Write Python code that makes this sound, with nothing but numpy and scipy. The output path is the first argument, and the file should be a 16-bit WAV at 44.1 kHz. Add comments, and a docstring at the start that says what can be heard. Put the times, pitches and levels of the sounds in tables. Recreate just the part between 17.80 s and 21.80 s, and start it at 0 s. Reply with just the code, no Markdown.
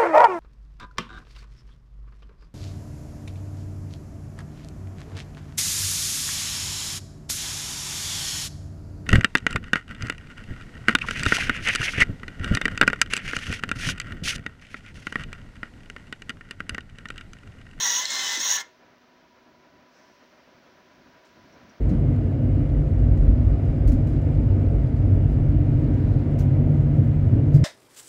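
"""Whine and chatter of a small shuttle-head thermal printer on a desk, finishing a line.
It clacks, runs its head back, prints a last stroke and stops within a second.
One motor drives it all: gear teeth whine and rattle the plastic frame, the head chatters over the paper.
Afterwards the fans of nearby equipment hum in the room, with a few faint rustles."""
import sys
import numpy as np
from scipy import signal
from scipy.fft import rfft, irfft
from scipy.io import wavfile

SR = 44100
rng = np.random.default_rng(int(sys.argv[2]) if len(sys.argv) > 2 else 0)


def master_out(mix):
    """Clip the mix to full scale and print it as 16-bit PCM to the path in sys.argv[1]."""
    frames = np.transpose(np.atleast_2d(mix))
    ceiling = np.clip(frames, -1, 1)
    pcm = np.round(ceiling * 32767).astype(np.int16)
    wavfile.write(sys.argv[1], SR, pcm)


N = 176400
TIME_S = np.arange(N) / SR


def undb(db):
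    return 10 ** (np.asarray(db) / 20)


def unit_rms(x):
    return x / np.sqrt(np.mean(x ** 2) + 1e-24)


def curve(table, column=1):
    """Table column, linearly interpolated in time."""
    rows = np.array(table, float)
    return np.interp(TIME_S, rows[:, 0], rows[:, column])


def noise():
    return rng.standard_normal(N)


def drift(rate_hz):
    """Unit-RMS noise, low-passed at half the rate."""
    return unit_rms(signal.sosfilt(signal.butter(2, rate_hz / 2, fs=SR, output="sos"), noise()))


def ring(x, hz, width_hz):
    """Resonance, unity gain at centre."""
    return signal.lfilter(*signal.iirpeak(hz, hz / width_hz, fs=SR), x)


def steep_ring(x, hz, width_hz):
    return ring(ring(x, hz, width_hz), hz, 2 * width_hz)


def resonate(x, modes):
    """Bank of steep-skirted resonances, unit RMS."""
    f = np.arange(N // 2 + 1) * SR / N
    power = sum((undb(db) / (1 + 2 * ((f - hz) / width_hz) ** 2)) ** 2 for hz, width_hz, db in modes)
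    return unit_rms(irfft(rfft(x) * np.sqrt(power), N))


def colour(x, spectrum):
    """Spectral shaping over log frequency, unit RMS."""
    hz, db = np.array(spectrum, float).T
    f = np.maximum(np.arange(N // 2 + 1) * SR / N, 1)
    return unit_rms(irfft(rfft(x) * undb(np.interp(np.log(f), np.log(hz), db)), N))


# air spectrum: f/Hz, gain/dB
AIR_SPECTRUM = [(15, -50.5), (25, -22), (75, -7.5), (120, -8.5), (160, -5), (300, -3.5), (430, -10.5),
                (624, -4), (880, -14), (1520, -10.5), (3500, -21.5), (5880, -23.5), (8140, -47),
                (13200, -46), (16000, -31)]
# air level: t/s, bass/dB, middle and treble/dB
AIR_LEVELS = [(0, -53, -50.5), (1.1, -62, -58), (2.05, -57.5, -58), (2.2, -62, -56), (3.05, -58, -56),
              (3.3, -55.5, -56), (3.48, -63, -55), (3.62, -50, -54.5), (4, -55, -55)]
# fan tones: f/Hz, width/Hz, level/dB
FAN_TONES = [(248, 3.2, -68), (376, 20, -70.5), (633, 45, -74.5), (968, 32, -68), (1004, 22, -71.5)]


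def fans(bass_top_hz=300, middle_top_hz=2200, flicker_db=2.08):
    """Moving air, fluttering in bass and middle, steady in the treble, plus wavering fan tones."""
    air = colour(noise(), AIR_SPECTRUM)
    bass = signal.sosfiltfilt(signal.butter(2, bass_top_hz, fs=SR, output="sos"), air)
    middle = signal.sosfiltfilt(signal.butter(2, middle_top_hz, fs=SR, output="sos"), air) - bass
    treble = air - bass - middle
    bass_db, upper_db = curve(AIR_LEVELS, 1), curve(AIR_LEVELS, 2)
    rush = bass * undb(bass_db + flicker_db * drift(rate_hz=9.97))
    rush += middle * undb(upper_db + flicker_db * drift(rate_hz=18))
    rush += treble * undb(upper_db)
    hum = sum(undb(db) * unit_rms(steep_ring(noise(), hz, width_hz)) for hz, width_hz, db in FAN_TONES)
    return rush + hum


def bursts(contacts):
    """Noise bursts, one resonance each; longer ones swell more gently."""
    out = np.zeros(N)
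    for start_s, peak_db, hz, width_hz, decay_s in contacts:
        attack = np.clip((TIME_S - start_s) / (0.3 * decay_s), 0, 1)
        decay = np.exp(-np.abs(TIME_S - start_s) / decay_s)
        burst = steep_ring(noise() * attack * decay, hz, width_hz)
        out += undb(peak_db) * burst / np.abs(burst).max()
    return out


# rustles: t/s, peak/dB, f/Hz, width/Hz, decay/s
RUSTLE_BURSTS = [(2.1, -58.5, 5500, 1000, 0.23), (3.445, -58.5, 5670, 2050, 0.033),
                 (3.72, -58, 5700, 495, 0.022), (3.893, -53.5, 5760, 410, 0.01)]


def rustles():
    """Faint, high rustles after the printer stops."""
    return bursts(RUSTLE_BURSTS)


def reflections(x, tail):
    """Convolution with a tail scaled to unit energy."""
    return signal.fftconvolve(x, tail / np.sqrt(np.sum(tail ** 2)))[:N]


def room(x, t60_s=0.25, wet_db=-16, damping_hz=2020):
    """Direct sound plus a short, dull room tail."""
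    tail = signal.lfilter(*signal.butter(1, damping_hz, fs=SR), noise())
    tail *= np.exp(-np.log(1000) * TIME_S / t60_s)
    return x + undb(wet_db) * reflections(x, tail)


def desk(x, decay_s=0.0014, wet_db=-12.5):
    """Direct sound plus quick reflections off desk and circuit boards, unit RMS."""
    tail = noise() * np.exp(-TIME_S / decay_s)
    return unit_rms(x + undb(wet_db) * reflections(x, tail))


# carriage knocks: t/s, peak/dB, f/Hz, width/Hz, decay/s
CARRIAGE_KNOCKS = [(.303, -21, 6700, 710, .004), (.565, -37, 292, 112, 0.029), (.771, -24, 1740, 300, 0.01)]


def knocks():
    """The head carriage knocks and rings briefly."""
    return bursts(CARRIAGE_KNOCKS)


# carriage modes: f/Hz, gain/dB, decay/s
CLACK_MODES = [(4160, -3, 0.0019), (5700, 0, .0008), (7370, -4, 0.00058)]


def clack(start_s=.2546, level_db=-9.5, rise_s=.0004):
    """One sharp blow on the carriage as the head lifts off at the end of the line."""
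    age_s = np.maximum(TIME_S - start_s, 0)
    modes = sum(undb(level_db + db) * np.sin(2 * np.pi * hz * age_s) * np.exp(-age_s / decay_s)
                for hz, db, decay_s in CLACK_MODES)
    return modes * (1 - np.exp(-(age_s / rise_s) ** 2))


def teeth(phase, count=10, wear_db=1, scatter_db=2.5, grit=0.67):
    """Each tooth strikes early or late, then scrapes; wear repeats every turn of the gear."""
    backlash, scrape_decay = 0.298, 0.5  # in tooth spacings, like phase
    tooth = phase.astype(int)
    wear = unit_rms(rng.standard_normal(count))[tooth % count]
    force = undb(wear_db * wear + scatter_db * noise()[tooth])
    since_strike = phase % 1 - .5 - .5 * np.tanh(2 * backlash * noise()[tooth])
    strike = np.sinc(since_strike / np.gradient(phase))
    scrape = np.exp(-(since_strike % 1) / scrape_decay) * noise()
    return unit_rms(force * (strike - strike.mean())) + grit * unit_rms(force * scrape)


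# drive force, also used by gear_whine and head: t/s, frame/dB, gear train/dB, head/dB
DRIVE_LEVELS = [(0, -37.5, -33, -29), (.045, -35, -31.5, -24.5), (.19, -39, -32.5, -26),
                (.243, -40, -36.5, -35.5), (.278, -45, -38, -38.5), (.31, -37.5, -33.5, -33),
                (.55, -36, -32.5, -31), (.588, -41, -37.5, -36.5), (.608, -39, -35, -29),
                (.7, -35.5, -31.5, -24), (.76, -37.5, -33, -24), (.783, -37, -36, -35),
                (.812, -38, -41, -36), (.865, -80, -105, -100)]
# frame and gear train resonances: f/Hz, width/Hz, gain/dB
FRAME_MODES = [(391, 18, -6), (606, 160, -12), (821.4, 49.8, -7), (963, 45, 0.5), (1127, 28, 0.5),
               (1369, 44.4, -1), (1561, 355, -5.5), (1789, 82, 0), (2040, 260, -6.5)]
TRAIN_MODES = [(2570, 92.7, -2.5), (2944, 560, -5), (3362, 110, 1), (3693, 700, 2.5), (4225, 190, -4)]


def gear_rattle(phase):
    """Loose teeth shake the frame and the brighter gear train."""
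    frame = desk(resonate(teeth(phase), FRAME_MODES)) * undb(curve(DRIVE_LEVELS, 1))
    train = desk(resonate(teeth(phase), TRAIN_MODES)) * undb(curve(DRIVE_LEVELS, 2))
    return frame + train


def mesh_harmonic(phase, order, waver_db=3.0):
    """One harmonic of the gear mesh, wavering in level."""
    return np.sin(2 * np.pi * order * phase) * undb(waver_db * drift(rate_hz=90))


# mesh harmonics, dipping at load changes: t/s, first/dB, second/dB, third/dB
WHINE_LEVELS = [(0, -48, -48, -42), (.036, -50, -52, -50), (.055, -37.5, -38, -50),
                (.15, -37.5, -39.5, -45), (.18, -36, -46, -39), (.22, -48, -40, -42), (.255, -54, -40, -50),
                (.282, -66, -58, -60), (.305, -54, -40, -56), (.342, -54, -44, -56), (.41, -54, -33, -43),
                (.465, -50, -48, -35), (.51, -54, -39.5, -43), (.575, -54, -39.5, -46),
                (.596, -58, -54, -56), (.645, -52, -42, -40), (.678, -48, -52, -50),
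                (.705, -36.5, -38.5, -44), (.762, -36.5, -49, -40), (.783, -56, -52, -54),
                (.812, -54, -43, -50), (.85, -74, -64, -84)]


def gear_whine(phase, mode_hz=4182, mode_width_hz=150, mode_db=-5.5):
    """Three mesh harmonics until the motor stops; a frame mode sings as the fourth crosses it."""
    tones = sum(undb(curve(WHINE_LEVELS, order)) * mesh_harmonic(phase, order) for order in (1, 2, 3))
    sing = ring(mesh_harmonic(phase, order=4), mode_hz, mode_width_hz)
    sing *= undb(mode_db + curve(DRIVE_LEVELS, 2))
    running = TIME_S < WHINE_LEVELS[-1][0]
    return np.sqrt(2) * (tones + sing) * running


# head on paper: down/s, up/s
PRINT_STROKES = [(-.1, .235), (.595, .81)]
# head resonances, pressed and sliding: f/Hz, width/Hz, gain/dB
PRESSED_MODES = [(4790, 130, -8.5), (5540, 170, -3), (5826, 130.3, 5), (6470, 140, 4.5), (6780, 200, -2)]
SLIDING_MODES = [(5660, 830, 1.5), (6450, 1230, -1), (7083, 120, -9.5)]
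# sliding contact fizz: f/Hz, gain/dB
FIZZ_SPECTRUM = [(5000, -15), (7900, 3), (8900, 5), (10500, -5.5), (13300, -5.5), (15000, 6.5),
                 (16000, 3.5)]


def head(phase, mesh_hz, press_s=0.0246, press_share=0.96, fizz_db=-12.5):
    """The head hisses and fizzes as it slides, rings when pressed, and squeals at one motor speed."""
    squeal_hz, squeal_width_hz, squeal_db = 6020, 170, -5  # head mode met by the sixth harmonic
    pressed = press_share * sum(np.clip(np.minimum(TIME_S - down_s, up_s - TIME_S) / press_s, 0, 1)
                                for down_s, up_s in PRINT_STROKES)
    chatter = np.sqrt(pressed) * desk(resonate(teeth(phase), PRESSED_MODES))
    hiss = np.sqrt(1 - pressed) * desk(resonate(teeth(phase), SLIDING_MODES))
    detuning = 2 * (6 * mesh_hz - squeal_hz) / squeal_width_hz
    squeal = undb(squeal_db) * mesh_harmonic(phase, order=6) / np.hypot(1, detuning)
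    fizz = undb(fizz_db) * desk(colour(teeth(phase), FIZZ_SPECTRUM))
    return undb(curve(DRIVE_LEVELS, 3)) * (chatter + hiss + squeal + fizz)


# motor speed, sagging while the head presses on the paper: t/s, gear mesh f/Hz
MOTOR_SPEED = [(0, 1040), (.03, 1031), (.048, 971), (.145, 965.3), (.195, 1007), (.275, 1029), (.295, 1085),
               (.335, 1050), (.41, 1031), (.47, 1010), (.588, 1007), (.604, 1077), (.665, 1030),
               (.69, 969.4), (.765, 977.6), (.805, 1060)]


def printer(flutter=.005):
    """One motor paces whine, rattle and head; the carriage adds its clack and knocks."""
    mesh_hz = curve(MOTOR_SPEED) * (1 + flutter * drift(rate_hz=161))
    phase = np.cumsum(mesh_hz) / SR
    return gear_whine(phase) + gear_rattle(phase) + head(phase, mesh_hz) + clack() + knocks()


def scene():
    """The printer in its room, over fans and rustles; mono."""
    return (room(printer()) + fans() + rustles())[None]


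def record(dry):
    """Steep low-pass on the top treble."""
    cutoff_hz = 15750
    return signal.sosfilt(signal.ellip(10, .2, 80, cutoff_hz, fs=SR, output="sos"), dry)


dry = scene()
out = record(dry)
master_out(out)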